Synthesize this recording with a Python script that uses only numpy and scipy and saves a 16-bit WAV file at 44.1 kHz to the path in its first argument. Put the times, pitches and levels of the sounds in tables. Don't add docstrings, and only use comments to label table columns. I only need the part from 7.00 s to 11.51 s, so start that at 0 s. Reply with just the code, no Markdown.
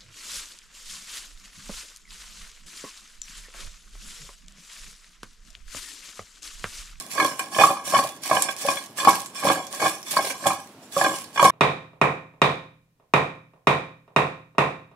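import sys
import numpy as np
from scipy import signal
from scipy.io import wavfile
from scipy.ndimage import uniform_filter1d

SR = 44100
rng = np.random.default_rng(int(sys.argv[2]) if len(sys.argv) > 2 else 0)


def nominal_scale(level):
    x = np.asarray(level, float) / 20
    return 10 ** x


def file_out(sig):
    cols = np.atleast_2d(sig).T
    lim = np.clip(cols, -1, 1)
    pcm = np.round(lim * 32767).astype(np.int16)
    wavfile.write(sys.argv[1], SR, pcm)


N = 198711

# (per Hz, relative)
GLAZE_COLOUR = [(760, -52), (1300, -39), (1620, -10), (2000, -9.5), (2390, -8), (3910, -8), (5360, -8),
                (7730, -6), (10700, -6), (15900, -18)]


def evened(x):
    return x / np.sqrt(np.mean(x ** 2) + 1e-20)


def read(points, hz):
    f, value = np.transpose(points)
    return np.interp(np.log(hz + 1), np.log(f + 1), value)


def spread(mid, side, hz):
    # f/Hz, level/dB
    left_over_right = [(60, 0.0), (150, 0.0), (380, -0.5), (950, -1.0), (2380, -3.5), (5980, -2.5),
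                       (15000, -7.5)]
    # f/Hz, level/dB
    side_share = [(60, -24.5), (150, -39), (380, -40), (950, -10.5), (2380, -0.5), (5980, -0.5),
                  (15000, -2.5)]
    half = nominal_scale(read(left_over_right, hz) / 2)
    side = side * nominal_scale(read(side_share, hz))
    return np.array([(mid + side) * half, (mid - side) / half])


def noise_pair(points, patchy_db, size):
    frames = 4 * N // size + 5
    hz = np.fft.rfftfreq(size, 1 / SR)[:, None]
    a, b, c, d, patches = rng.standard_normal((frames, len(hz), 5)).T
    patches = uniform_filter1d(patches, size=5, axis=0)
    patches = evened(uniform_filter1d(patches, size=12, axis=1))
    colour = nominal_scale(read(points, hz) + patchy_db * patches)
    spectra = spread(a + 1j * b, c + 1j * d, hz) * colour
    noise = signal.istft(spectra, nperseg=size, noverlap=3 * size // 4)[1]
    return evened(noise[:, :N])


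def level(start, end, first_db, last_db, rise, fall):
    t = np.arange(N)[:, None] / SR
    progress = np.clip((t - start) / np.maximum(end - start, 1e-3), 0, 1)
    db = first_db + (last_db - first_db) * progress
    db = db - rise * np.maximum(start - t, 0) - fall * np.maximum(t - end, 0)
    return 10 * np.log10((nominal_scale(db) ** 2).sum(1) + 1e-20)


def flicker(per_s, count=1):
    steps = rng.standard_normal((count, 1000))
    return [np.interp(np.arange(N) / SR * per_s, np.arange(1000), row) for row in steps]


def still_air():
    # (per Hz, relative)
    air_colour = [(24, -23), (40, -21), (255, -3), (478, -12), (629, -9), (1090, -16), (1800, -22.5),
                  (5160, -28), (15900, -38)]
    return nominal_scale(-49.5) * noise_pair(air_colour, 0.49, size=2048)


def sliding():
    # breaks loose t/s, hand stops pushing t/s, first level/dB, last level/dB
    strokes = [(0.0, -0.005, -18, -40), (0.109, 0.257, -37, -31), (0.4, 0.43, -38, -41),
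               (0.524, 0.64, -36.5, -25.5), (0.857, 0.993, -31.5, -30), (1.236, 1.442, -33, -31),
               (1.584, 1.715, -36.5, -28.5), (1.987, 1.97, -27, -26.5), (2.082, 2.091, -27, -24),
               (2.356, 2.398, -34, -34.5), (2.456, 2.522, -28, -29.5), (2.719, 2.75, -40, -34.5),
               (2.807, 2.855, -34.5, -27.5), (3.067, 3.265, -36.5, -30.5), (3.393, 3.437, -43, -38),
               (3.478, 3.482, -22, -30.5), (3.827, 3.91, -52, -62), (3.927, 3.988, -41, -26),
               (4.017, 4.168, -32.5, -36.5), (4.342, 4.46, -44, -24), (4.447, 4.525, -47, -39)]
    loose_db_per_s, rest_db_per_s = 896, 133.5
    return level(*np.transpose(strokes), loose_db_per_s, rest_db_per_s)


def slide(grains_per_s=300, grain_db=9.0, grain_share=0.38, grain_s=0.0017, catch_db=3.0):
    grain_size = nominal_scale(grain_db * np.minimum(rng.exponential(1, N), 3))
    grains = (rng.random(N) < grains_per_s / SR) * grain_size
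    crackle = evened(signal.lfilter([1], [1, -np.exp(-1 / (grain_s * SR))], grains))
    drag = nominal_scale(sliding() + catch_db * flicker(45)[0])
    drag = drag * (1 - grain_share + grain_share * crackle)
    return drag * noise_pair(GLAZE_COLOUR, 2.2, size=256)


def tumbling():
    # first wedges fall t/s, bulk is down t/s, level then/dB, settling speed/(dB per s)
    tumbles = [(0.0, 0.007, -34, 238), (0.173, 0.233, -16.5, 177), (0.403, 0.409, -25, 252),
               (0.553, 0.647, -16, 131), (0.905, 0.976, -19.5, 176), (1.281, 1.346, -20, 113),
               (1.64, 1.676, -19.5, 179), (1.998, 1.99, -25, 129), (2.036, 2.052, -15.5, 116),
               (2.432, 2.503, -14, 159), (2.722, 2.763, -29.5, 150), (2.82, 2.85, -15, 209),
               (3.137, 3.215, -22, 110), (3.439, 3.453, -21, 137), (3.994, 4.018, -11.5, 154),
               (4.4, 4.418, -11, 76)]
    build_db, rise_db_per_s = 5.5, 445
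    start, down, db, settle = np.transpose(tumbles)
    return level(start, down, db - build_db, db, rise_db_per_s, settle)


def pot(place_db=4.0, bumps_per_s=220, bump_db=-13.0, spread_db=6.0, rub_db=-32.5, contact_s=0.00097, drift=0.01,
        mute_db=3.5, corner_db=-1.5, tip_s=0.003):
    # f/Hz, level/dB, time to fall by 60 dB t/s (held to 0.2 s at most below)
    modes = [(129, -24.5, 0.068), (174, -19, 0.058), (260.7, -13.5, 0.037), (316, -17.5, 0.12),
             (398, -14, 0.049), (556.8, -13, 0.096), (614, -8.5, 0.026), (648.5, -8, 0.028),
             (771, -6.5, 0.056), (753, -29.5, 0.19), (920, -20.5, 0.035), (998.5, -23, 0.21),
             (1045.7, -13, 0.11), (1105, -5, 0.061), (1127.5, -11.5, 0.072), (1626, -16.5, 0.1),
             (1667, -10, 0.043), (2215, -16.5, 0.061), (2405, -15, 0.048), (3042, -16, 0.026),
             (3425, -18.5, 0.056), (4150, -28.5, 0.088), (4530, -19.5, 0.038), (5400, -16, 0.024),
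             (5820, -19, 0.023), (6130, -25, 0.036), (7600, -22, 0.035), (7160, -25.5, 0.045),
             (8730, -24.5, 0.023), (9400, -23.5, 0.019), (10240, -26, 0.015)]
    # t/s, force level/dB, extra level for low rings/dB, extra level for high rings/dB
    knocks = [(0.178, -21, -3, 3.5), (0.199, -11.5, -10, 1.5), (0.246, -18, 2.5, -1),
              (0.393, -21, -3.5, 3.5), (0.527, -43, -1, 11), (0.546, -25, -22, 1), (0.586, -9, 2.5, -2.5),
              (0.597, -13, 3.5, 2), (0.61, -6.5, -2, -1), (0.636, -1.5, -14.5, -11),
              (0.665, -23, -10, -16.5), (0.702, -13, 1.5, -10), (0.768, -23, -15, -6), (0.873, -39, 13, 6),
              (0.936, -16, 3, -8), (0.945, -15, -6, 2.5), (0.964, -18, -3, 4), (0.954, -15, -14, -4),
              (0.988, -15.5, 5, 3), (1.045, -38, 16.5, -17), (1.312, -11.5, 2, -4.5),
              (1.327, -19.5, -3, 0.5), (1.351, -23, 4, 2), (1.366, -16.5, 1, 0), (1.486, -26.5, 2.5, 8.5),
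              (1.649, -37, 17.5, -5.5), (1.684, -17, -2, 2.5), (1.711, -27, 6, 1), (1.769, -35, -8, 16.5),
              (1.985, -29, -1, 5.5), (1.999, -23, -10, 9.5), (2.049, -8.5, -16, -8), (2.072, -7.5, 6, -11),
              (2.081, -3.5, -6.5, -9), (2.425, -26, -21, -6.5), (2.45, -17.5, 9, -6.5),
              (2.484, -17, 4, 7.5), (2.5, -10.5, 2, -3), (2.733, -34.5, 3, -2), (2.798, -30, 9.5, 11),
              (2.817, -26, 11, 7), (2.839, -16, 0.5, -25), (2.859, -12, -0.5, -4), (3.137, -35, 8, 4),
              (3.167, -10, -4.5, -2.5), (3.19, -25, 9.5, 5.5), (3.301, -35.5, 7, 12), (3.456, -16.5, 3, -9),
              (3.465, -16, 6.5, 4.5), (3.504, -12, -9.5, -6), (3.965, -17.5, 2.5, -17),
              (4.008, -26.5, 7, 3), (4.045, -19, 0, 5.5), (4.359, -34, 10.5, 9), (4.375, -8.5, -13, -5),
              (4.395, -2, -33, -8.5), (4.427, -5, 0.5, -10), (4.447, -9, 1, -3)]
    s, peak_db, low_db, hard_db = np.transpose(knocks)
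    place = rng.standard_normal((len(s), len(modes), 3))
    corner_at = np.round(s * SR).astype(int)
    tip = tip_s * SR * rng.uniform(0.5997, 1.4, len(s))
    face_at = corner_at + np.round(tip).astype(int)

    bump_at = np.flatnonzero(rng.random(N) < bumps_per_s / SR)
    luck = np.minimum(rng.exponential(1, len(bump_at)), 2.5)
    bump_size = nominal_scale(tumbling()[bump_at] + bump_db + spread_db * luck)

    t = np.arange(N) / SR
    load = evened(sum(np.sin(2 * np.pi * (f * t + rng.random())) / np.sqrt(f) for f in np.geomspace(1, 15, num=12)))
    clock = np.cumsum(1 + drift * load) / SR

    rub = nominal_scale(sliding() + rub_db) * rng.standard_normal((2, N))
    muting = flicker(14, count=len(modes))
    soft = np.exp(-1 / (contact_s * SR))
    out = np.zeros((2, N))
    for k, (hz, db, t60) in enumerate(modes):
        force = rub * nominal_scale(8.0 * np.log2(hz / 1000) + mute_db * muting[k])
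        dull_db = -4.0 * max(np.log2(hz / 2500), 0)
        force[:, bump_at] += nominal_scale(dull_db) * bump_size * rng.standard_normal((2, len(bump_at)))

        colour_db = low_db if hz < 900 else np.clip(np.log2(hz / 1200) * 2.5, 0, 1) * hard_db
        colour_db = colour_db - 8.9 * (hz < 450)
        blow = nominal_scale(peak_db + colour_db + dull_db + place_db * place[:, k, 0])
        blow = np.array([blow, blow * place[:, k, 1]])
        force[:, corner_at] += nominal_scale(corner_db) * blow
        force[:, face_at] += blow * np.sign(place[:, k, 2])

        turn = np.exp(2j * np.pi * hz * clock)
        ring = nominal_scale(-60 / (np.clip(t60, .01, .2) * SR))
        swing = signal.lfilter([1 - soft], np.poly([soft, ring]), force * turn.conj())
        out += spread(*(nominal_scale(db) * (swing * turn).imag), hz)
    return out


def smacks(fast_s=0.0049, slow_s=0.02, core_db=-4.5, core_width=0.074, tick_db=6.0, tick_s=0.00043):
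    # t/s, level/dB, f/Hz (middle of the narrow hiss)
    wet_faces = [(0.3936, -28, 8700), (0.4334, -52, 5820), (0.609, -30, 6200), (0.665, -34, 8500),
                 (1.4134, -50, 5180), (1.4224, -18, 8000), (1.5648, -36.5, 5600), (2.0493, -28.5, 4470),
                 (2.107, -27, 5810), (2.247, -44, 7000), (2.26, -36, 7800), (2.4523, -30.5, 5600),
                 (2.6684, -36.5, 5780), (3.029, -40.5, 5640), (3.164, -28.5, 8450), (3.3034, -30.5, 6800),
                 (3.469, -23.5, 7550), (4.242, -39, 4440), (4.428, -25, 7000), (4.4516, -24.5, 8800)]
    t = np.arange(SR // 10) / SR
    out = np.zeros((2, N + SR))
    puff = noise_pair(GLAZE_COLOUR, 1.9, size=256)
    for s, db, hz in wet_faces:
        at = round(s * SR)
        part = puff[:, at:at + len(t)]
        u = t[:part.shape[1]]
        band = signal.butter(1, [hz * (1 - core_width), hz * (1 + core_width)], "bandpass", fs=SR)
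        core = nominal_scale(core_db) * evened(signal.lfilter(*band, part))
        wide = part * (np.exp(-u / fast_s) + nominal_scale(tick_db) * np.exp(-u / tick_s))
        out[:, at:at + len(u)] += nominal_scale(db) * (wide + core * np.exp(-u / slow_s))
    return out[:, :N]


def kitchen(x):
    # f/Hz, time to fall by 60 dB t/s
    echo_times = [(200, 0.34), (1000, 0.35), (4000, 0.15), (12000, 0.055)]
    taps = np.zeros((2, SR // 2))
    at = np.arange(200, SR // 2 - 20, 20)
    at = at + rng.integers(0, 20, (2, len(at)))
    np.put_along_axis(taps, at, rng.choice([-1., 1.], at.shape), 1)
    hz, t, z = signal.stft(taps, SR, nperseg=256)
    decay = nominal_scale(-60 * t / np.maximum(read(echo_times, hz), .05)[:, None])
    z = spread(*z, hz[:, None]) * decay
    tail = signal.istft(z, SR, nperseg=256)[1]
    tail = tail / np.linalg.norm(tail[1])
    return signal.fftconvolve(x.mean(0)[None], tail, axes=1)[:, :N]


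def scene():
    near = slide() + pot() + smacks()
    return near + nominal_scale(-10) * kitchen(near) + still_air()


def low_pass(x):
    return signal.sosfilt(signal.butter(12, 16090, fs=SR, output="sos"), x)


def record(dry, bass_hz=85, edge_hz=15780):
    thin = signal.lfilter(*signal.butter(N=3, Wn=bass_hz, btype="highpass", fs=SR), dry)
    left_late = np.append(0, thin[0, :-1])
    limited = np.clip([left_late, thin[1]], -1, 1)
    edge = signal.firwin(numtaps=401, cutoff=edge_hz, fs=SR)
    mix = signal.oaconvolve(limited, edge[None], "same")
    return low_pass(mix)


dry = scene()
out = record(dry)
file_out(out)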